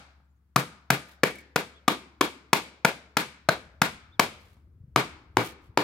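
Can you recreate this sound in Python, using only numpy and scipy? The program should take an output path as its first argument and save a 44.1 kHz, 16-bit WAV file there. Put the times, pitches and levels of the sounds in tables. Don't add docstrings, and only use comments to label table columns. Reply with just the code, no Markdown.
import sys
import numpy as np
from scipy import signal
from scipy.fft import rfft, irfft
from scipy.io import wavfile
from scipy.ndimage import uniform_filter1d

SR = 44100
rng = np.random.default_rng(int(sys.argv[2]) if len(sys.argv) > 2 else 0)


def pcm_store(signal):
    levels = np.round(np.clip(np.atleast_2d(signal), -1, 1) * 32767)
    wavfile.write(sys.argv[1], SR, levels.astype(np.int16).T)


N = 257444
TIME = np.arange(N) / SR
SIZE = 32768
HZ, AGE = np.fft.rfftfreq(SIZE, 1 / SR) + 1e-3, np.arange(SIZE) / SR
RUN_UP_S = .003


# start in seconds, strength
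# in dB, thud, knock, clack and ping pitch in Hz, then knock, ping and crack in dB against the strength.
BLOWS = [(-0.17, 26, 185, 770, 1380, 2250, 1, -10, -9), (0.561, 25.5, 195, 736, 1240, 2200, -5, -13, -13.5),
         (0.904, 24.5, 187, 687, 1456, 2256, -1.5, -3.5, -11.5),
         (1.2344, 23.5, 198, 430, 1750, 2270, 2, -5, -9), (1.5601, 20, 195, 538, 1394, 2200, 2, -6, -7.5),
         (1.8801, 24, 277, 707, 1132, 3560, -3.5, -7, -10),
         (2.2103, 22.5, 310, 606, 1144, 3370, -4.5, -8.5, -9),
         (2.5312, 21.5, 252, 540, 947, 2250, 2.5, -3, -3), (2.849, 24, 182, 590, 1440, 2261, 2.5, -1.5, -8),
         (3.1698, 21, 189, 622, 1440, 2250, -6, -18.5, -6.5),
         (3.4886, 24.5, 167, 615, 1428, 4110, 1.5, -8.5, -12.5),
         (3.818, 25.5, 171, 748, 1360, 2250, -4.5, -12, -9.5),
         (4.1958, 23, 192.4, 560, 1170, 2167, 3.5, -5.5, -4.5),
         (4.9613, 23.5, 326.5, 840, 1229, 2200, -1.5, -16.5, -8.5),
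         (5.3704, 23, 355, 873, 1173, 2200, -0.5, -17, -8.5),
         (5.7749, 24.5, 340, 594, 886, 4500, -6, -14, -10.5)]
# thud trim in dB, boom trim in dB, boom pitch in Hz, wall ring trim
# in dB, chatter length in seconds, crack tilt in dB per octave above 2 kHz, echo send in dB.
GRIPS = [(-3.5, 3, 137, 1, 0.0053, 3, 2.5), (-0.5, -15, 153, -4, 0.0059, 1, 2.1),
         (-4, 2.5, 132, -0.5, .003, -.5, 6.3), (-.5, 2.5, 118, 2.5, .002, -1, 3.5),
         (-4.5, -6.5, 130.5, 3.5, 0.0027, -1.15, 3)]
GRIP_CHANGES_S = [1.1, 4.5, 5.2, 5.6]

def strokes(beaming=.27, usual_knock_db=23.5):
    for start, strength_db, thud_hz, knock_hz, clack_hz, ping_hz, knock_db, ping_db, crack_db in BLOWS:
        grip = GRIPS[np.searchsorted(GRIP_CHANGES_S, start)]
        thud_db, boom_db, boom_hz, wall_db, chatter_s, tilt_db, send_db = grip
        thud_db += 6 * np.log2(thud_hz / 200)
        modes = [(thud_hz, strength_db + thud_db), (knock_hz, strength_db + knock_db),
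                 (clack_hz, strength_db), (ping_hz, strength_db + ping_db)]
        send_db -= beaming * (strength_db + knock_db - usual_knock_db)
        yield start, modes, strength_db + crack_db, tilt_db, chatter_s, send_db, boom_db, boom_hz, wall_db


# frequency in Hz, gain in dB.
GROUND_COLOUR = [(70, -12.5), (120, -7), (180, -8), (330, -2.5), (550, -5.5), (1200, -8), (1800, -5),
                 (2400, -5.5), (3400, -1.5), (5500, -8), (9000, -6), (15000, -9.5)]
TREES_COLOUR = [(100, -9), (300, -14), (600, -22.5), (1200, -22.5), (1800, -17), (2300, -11.5),
                (3500, -11.5), (6000, -16), (9000, -8.5), (15000, -19.5)]
# frequency in Hz, seconds to fall 60 dB.
GROUND_T60 = [(100, 0.042), (400, .2), (1500, 0.16), (5000, .2), (14000, 0.06)]
TREES_T60 = [(100, 0.33), (400, .75), (1300, 0.77), (2500, 0.51), (5000, 0.52), (9000, 0.31), (15000, 0.18)]

def hammering(direct_db=2, right_delay_s=.00003, fresh_share=.19):
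    out = np.zeros((2, N))
    ground_grain = diffuse(SIZE)
    direct_pan = lean_left(2) * np.exp(-2j * np.pi * HZ * np.array([[0], [right_delay_s]]))
    around_pan = lean_left(1.37)
    for start, modes, crack_db, tilt_db, chatter_s, send_db, boom_db, boom_hz, wall_db in strokes():
        spot = strike_spot()
        toward_mic = causal(spot * lid(modes, crack_db, tilt_db, sharpness=.94))
        direct = -amp(direct_db) * toward_mic * chatter(chatter_s)
        grain = np.sqrt(1 - fresh_share) * ground_grain + np.sqrt(fresh_share) * diffuse(SIZE)
        ground = echoes(grain, GROUND_COLOUR, GROUND_T60, onset_s=.007, hold_s=.043, sag_db=3)
        trees = echoes(diffuse(SIZE), TREES_COLOUR, TREES_T60, onset_s=.062, hold_s=.059, sag_db=2.5)
        toward_ground = causal(np.sqrt(spot) * lid(modes, crack_db, tilt_db, sharpness=.41))
        toward_trees = causal(lid(modes[:-1], crack_db, tilt_db, sharpness=.64))
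        scattered = amp(send_db) * (toward_ground * ground + toward_trees * trees)
        add(out, start - RUN_UP_S, pulse(direct_pan * direct + around_pan * scattered))
        add(out, start, around_pan * bucket(boom_db, boom_hz, wall_db))
    return out


# frequency in Hz, gain in dB.
CRACK_COLOUR = [(80, -11.5), (170, -2), (450, -35), (900, 4), (1650, -0.9), (1900, -4), (2250, 0.5),
                (2800, -6.5), (4300, -8), (6500, -12), (9500, -18), (13000, -16), (15500, -21)]
MODE_WIDTHS = [160, 313, 380, 325]

def lid(modes, crack_db, tilt_db, sharpness, low_cut_hz=65):
    treble_db = tilt_db * np.log2(np.maximum(HZ / 2000, 1))
    power = amp(crack_db + curve(CRACK_COLOUR, HZ) + treble_db) ** 2
    for (hz, db), width in zip(modes, MODE_WIDTHS):
        detuning = sharpness * (HZ - hz ** 2 / HZ) / width
        power += sharpness * (amp(db) / (1 + detuning ** 2)) ** 2
    return np.sqrt(power / (1 + (low_cut_hz / HZ) ** 4))


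def strike_spot(spacing_hz=70, depth_db=4.5):
    mode_number = np.cumsum(np.gradient(HZ) / (spacing_hz + .06 * HZ))
    ripple = np.interp(mode_number, np.arange(400), rng.standard_normal(400))
    gain = amp(depth_db * np.tanh(ripple) * HZ / (HZ + 400))
    return gain / np.sqrt(uniform_filter1d(gain ** 2, size=600))


def chatter(length_s, rattle=2.4, wide_above_hz=3500, slap_above_hz=600):
    shared, own = rng.standard_normal(SIZE), rng.standard_normal((2, SIZE))
    fade = rattle * np.exp(-(AGE / length_s) ** 4) * np.sqrt(length_s)
    contacts = rfft(shared * fade) + HZ / (HZ + wide_above_hz) * rfft(own * fade)
    slaps = 1 + contacts * HZ / (HZ + slap_above_hz)
    power = uniform_filter1d(uniform_filter1d(abs(slaps) ** 2, size=180), size=180)
    return slaps / np.sqrt(power)


# pitch in Hz, level in dB, seconds to fall 60 dB.
WALL_MODES = [(197, -44.5, 0.2), (241, -35.5, .22), (297.6, -31.5, .22), (315, -35, .2), (380, -33.5, 0.15),
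              (399, -31.5, .2), (444, -36, .2), (495, -34, 0.27), (600, -37, 0.18), (1222, -45.5, 0.49),
              (2290, -34.5, .22), (2120, -39, .14)]

def bucket(boom_db, boom_hz, wall_db, drum_hz=170):
    boom = decay(boom_db - 20, t60=.16) * np.sin(2 * np.pi * boom_hz * AGE)
    drum = decay(boom_db - 31, t60=.26) * np.sin(2 * np.pi * drum_hz * AGE)
    body = boom + drum
    for hz, db, t60 in WALL_MODES:
        detune, accent, phase = rng.standard_normal(3)
        wave = np.sin(2 * np.pi * (hz * (1 + .0046 * detune) * AGE + phase))
        body += decay(wall_db + db + 2 * accent, t60) * wave
    return body * (1 - np.exp(-AGE / .012))


def echoes(grain, colour, t60s, onset_s, hold_s, sag_db):
    hz, t, bands = signal.stft(grain, SR, nperseg=256)
    fall_db = 60 * np.maximum(t - hold_s, 0) / curve(t60s, hz)[:, None]
    envelope = amp(-sag_db * np.minimum(t / hold_s, 1) - fall_db)
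    envelope /= np.sqrt((envelope ** 2).sum(1, keepdims=True) * t[1] * SR)
    tail = signal.istft(bands * envelope, SR, nperseg=256)[1][:, :SIZE]
    fade_in = 1 - np.exp(-(AGE / onset_s) ** 2)
    return amp(curve(colour, HZ)) * rfft(tail * fade_in)


# start in seconds, level in dB.
CLICKS = [(1.3044, -28), (1.3538, -33), (1.3843, -33), (1.4044, -41)]

def rim_clicks(ping_hz=2260, attack_s=.00096):
    out = np.zeros((2, N))
    bright = signal.butter(1, [3500, 13000], "band", fs=SR)
    for start, db in CLICKS:
        tick = decay(db - 13, t60=.054) * signal.lfilter(*bright, diffuse(SIZE))
        ping = decay(db - 7, t60=.07) * np.sin(2 * np.pi * ping_hz * AGE)
        add(out, start, (tick + ping) * (1 - np.exp(-AGE / attack_s)))
    return out


# midpoint in seconds, length in seconds, level in dB.
SLIDES = [(1.102, 0.091, -60), (4.45, 0.24, -67), (5.456, 0.095, -43.5), (5.652, 0.085, -72)]
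# frequency in Hz, gain in dB.
SLIDE_COLOUR = [(500, -1), (2000, 5), (3300, 3.5), (5000, -3), (9000, -5.5), (13500, -5), (16000, -10)]

def palm(grain_db=3):
    swipes = sum(amp(db) * np.exp(-(2 * (TIME - middle) / length) ** 2) for middle, length, db in SLIDES)
    catches = unit_rms(uniform_filter1d(rng.standard_normal(N), size=200))
    return swipes * amp(grain_db * catches) * noise(SLIDE_COLOUR)


# start in seconds, pitch in Hz, level in dB.
BUMPS = [(4.52, 80, -55), (4.631, 79.8, -56), (4.755, 85, -48), (4.803, 84.8, -37.5), (4.836, 124, -40),
         (4.878, 121, -44.5), (4.909, 62, -45.5), (5.691, 90.5, -40)]

def bumps(rise_cycles=.7):
    out = np.zeros((2, N))
    for start, hz, db in BUMPS:
        rise = hz * AGE / rise_cycles
        envelope = amp(db) * (rise * np.exp(1 - rise)) ** 2
        add(out, start, envelope * np.sin(2 * np.pi * (hz * AGE + rng.random())))
    return out * lean_left(1.5)


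# start in seconds, length in seconds, top pitch in Hz, level in dB.
CHIRPS = [(0.228, .05, 7700, -88), (.29, .045, 7200, -88), (.35, 0.037, 6800, -89),
          (1.744, 0.057, 3500, -58), (4.112, 0.054, 3670, -59.5)]

def bird(arch=.11):
    out = np.zeros((2, N))
    for start, length, top_hz, db in CHIRPS:
        angle = np.pi * np.minimum(AGE / length, 1)
        waver = unit_rms(uniform_filter1d(rng.standard_normal((2, SIZE)), size=40))
        hz = top_hz * (1 - arch * np.cos(angle) ** 2 + .014 * waver)
        whistle = np.sin(2 * np.pi * np.cumsum(hz, axis=1) / SR)
        add(out, start, amp(db) * np.sin(angle) * whistle)
    return out


def motor(db=-59, hz=69.7):
    wobbles = [np.sin(2 * np.pi * (rate * TIME + rng.random())) for rate in np.geomspace(.3, 5, 12)]
    waver_db = unit_rms(sum(wobbles))
    return amp(db + waver_db) * np.sin(2 * np.pi * hz * TIME)


# frequency in Hz, gain in dB.
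WIND_COLOUR = [(20, -5), (45, -6.5), (80, 1.5), (130, -11), (220, -18), (450, -27), (1500, -69)]

def breeze(db=-57.5, start_s=3.3, rise_s=.45):
    return amp(db) * np.clip((TIME - start_s) / rise_s, 0, 1) * noise(WIND_COLOUR)


# frequency in Hz, gain in dB.
AIR_COLOUR = [(25, -16.5), (60, 2.5), (130, -3), (300, -14), (600, -31), (1300, -24.5), (3000, -37.5),
              (8000, -43.5), (16000, -39.5)]

def air(db=-69):
    return amp(db) * noise(AIR_COLOUR)


# frequency in Hz, left-right likeness (1 is mono).
LIKENESS = [(60, 1), (150, 1), (300, 0.77), (640, 0.85), (1400, 0), (15000, 0.024)]

def diffuse(size):
    left, other = rfft(rng.standard_normal((2, size)))
    likeness = curve(LIKENESS, np.fft.rfftfreq(size, 1 / SR))
    right = likeness * left + np.sqrt(1 - likeness ** 2) * other
    return irfft(np.array([left, right]), size)


def noise(colour):
    gain = amp(curve(colour, np.fft.rfftfreq(N, 1 / SR)))
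    return unit_rms(irfft(rfft(diffuse(N)) * gain, N))


def causal(gain):
    log_gain = np.log(np.maximum(gain, 1e-5))
    mirrored = np.concatenate([log_gain, log_gain[-2:0:-1]])
    return np.exp(np.conj(signal.hilbert(mirrored)))[:len(gain)]


def pulse(spectrum):
    sound = irfft(spectrum * np.exp(-2j * np.pi * HZ * RUN_UP_S))
    fade_in = np.minimum(AGE / RUN_UP_S, 1) ** 2
    fade_out = np.clip(10 * (1 - AGE / AGE[-1]) - 1, 0, 1)
    return sound * fade_in * fade_out


def amp(db):
    return 10 ** (np.asarray(db) / 20)


def decay(db, t60):
    return amp(db - 60 * AGE / t60)


def lean_left(db):
    return amp([[db], [-db]])


def unit_rms(x):
    return x / np.sqrt(np.mean(x ** 2) + 1e-20)


def curve(points, hz):
    point_hz, values = np.transpose(points)
    return np.interp(np.log(hz + 1), np.log(point_hz + 1), values)


def add(mix, start_s, sound):
    start = round(start_s * SR)
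    sound = sound[..., max(-start, 0):]
    part = mix[:, max(start, 0):][:, :sound.shape[-1]]
    part += sound[..., :part.shape[1]]


def scene():
    events = hammering() + rim_clicks() + palm() + bumps() + bird()
    return events + (motor() + breeze() + air()) * lean_left(1.4)


def record(dry):
    rounded = dry / (1 + dry ** 6) ** (1 / 6)
    low_cut = signal.butter(2, 50, "high", fs=SR)
    low_pass = signal.firwin(255, 16000, window=("kaiser", 9), fs=SR)
    return signal.oaconvolve(signal.lfilter(*low_cut, rounded), low_pass[None], "same")


dry = scene()
out = record(dry)
pcm_store(out)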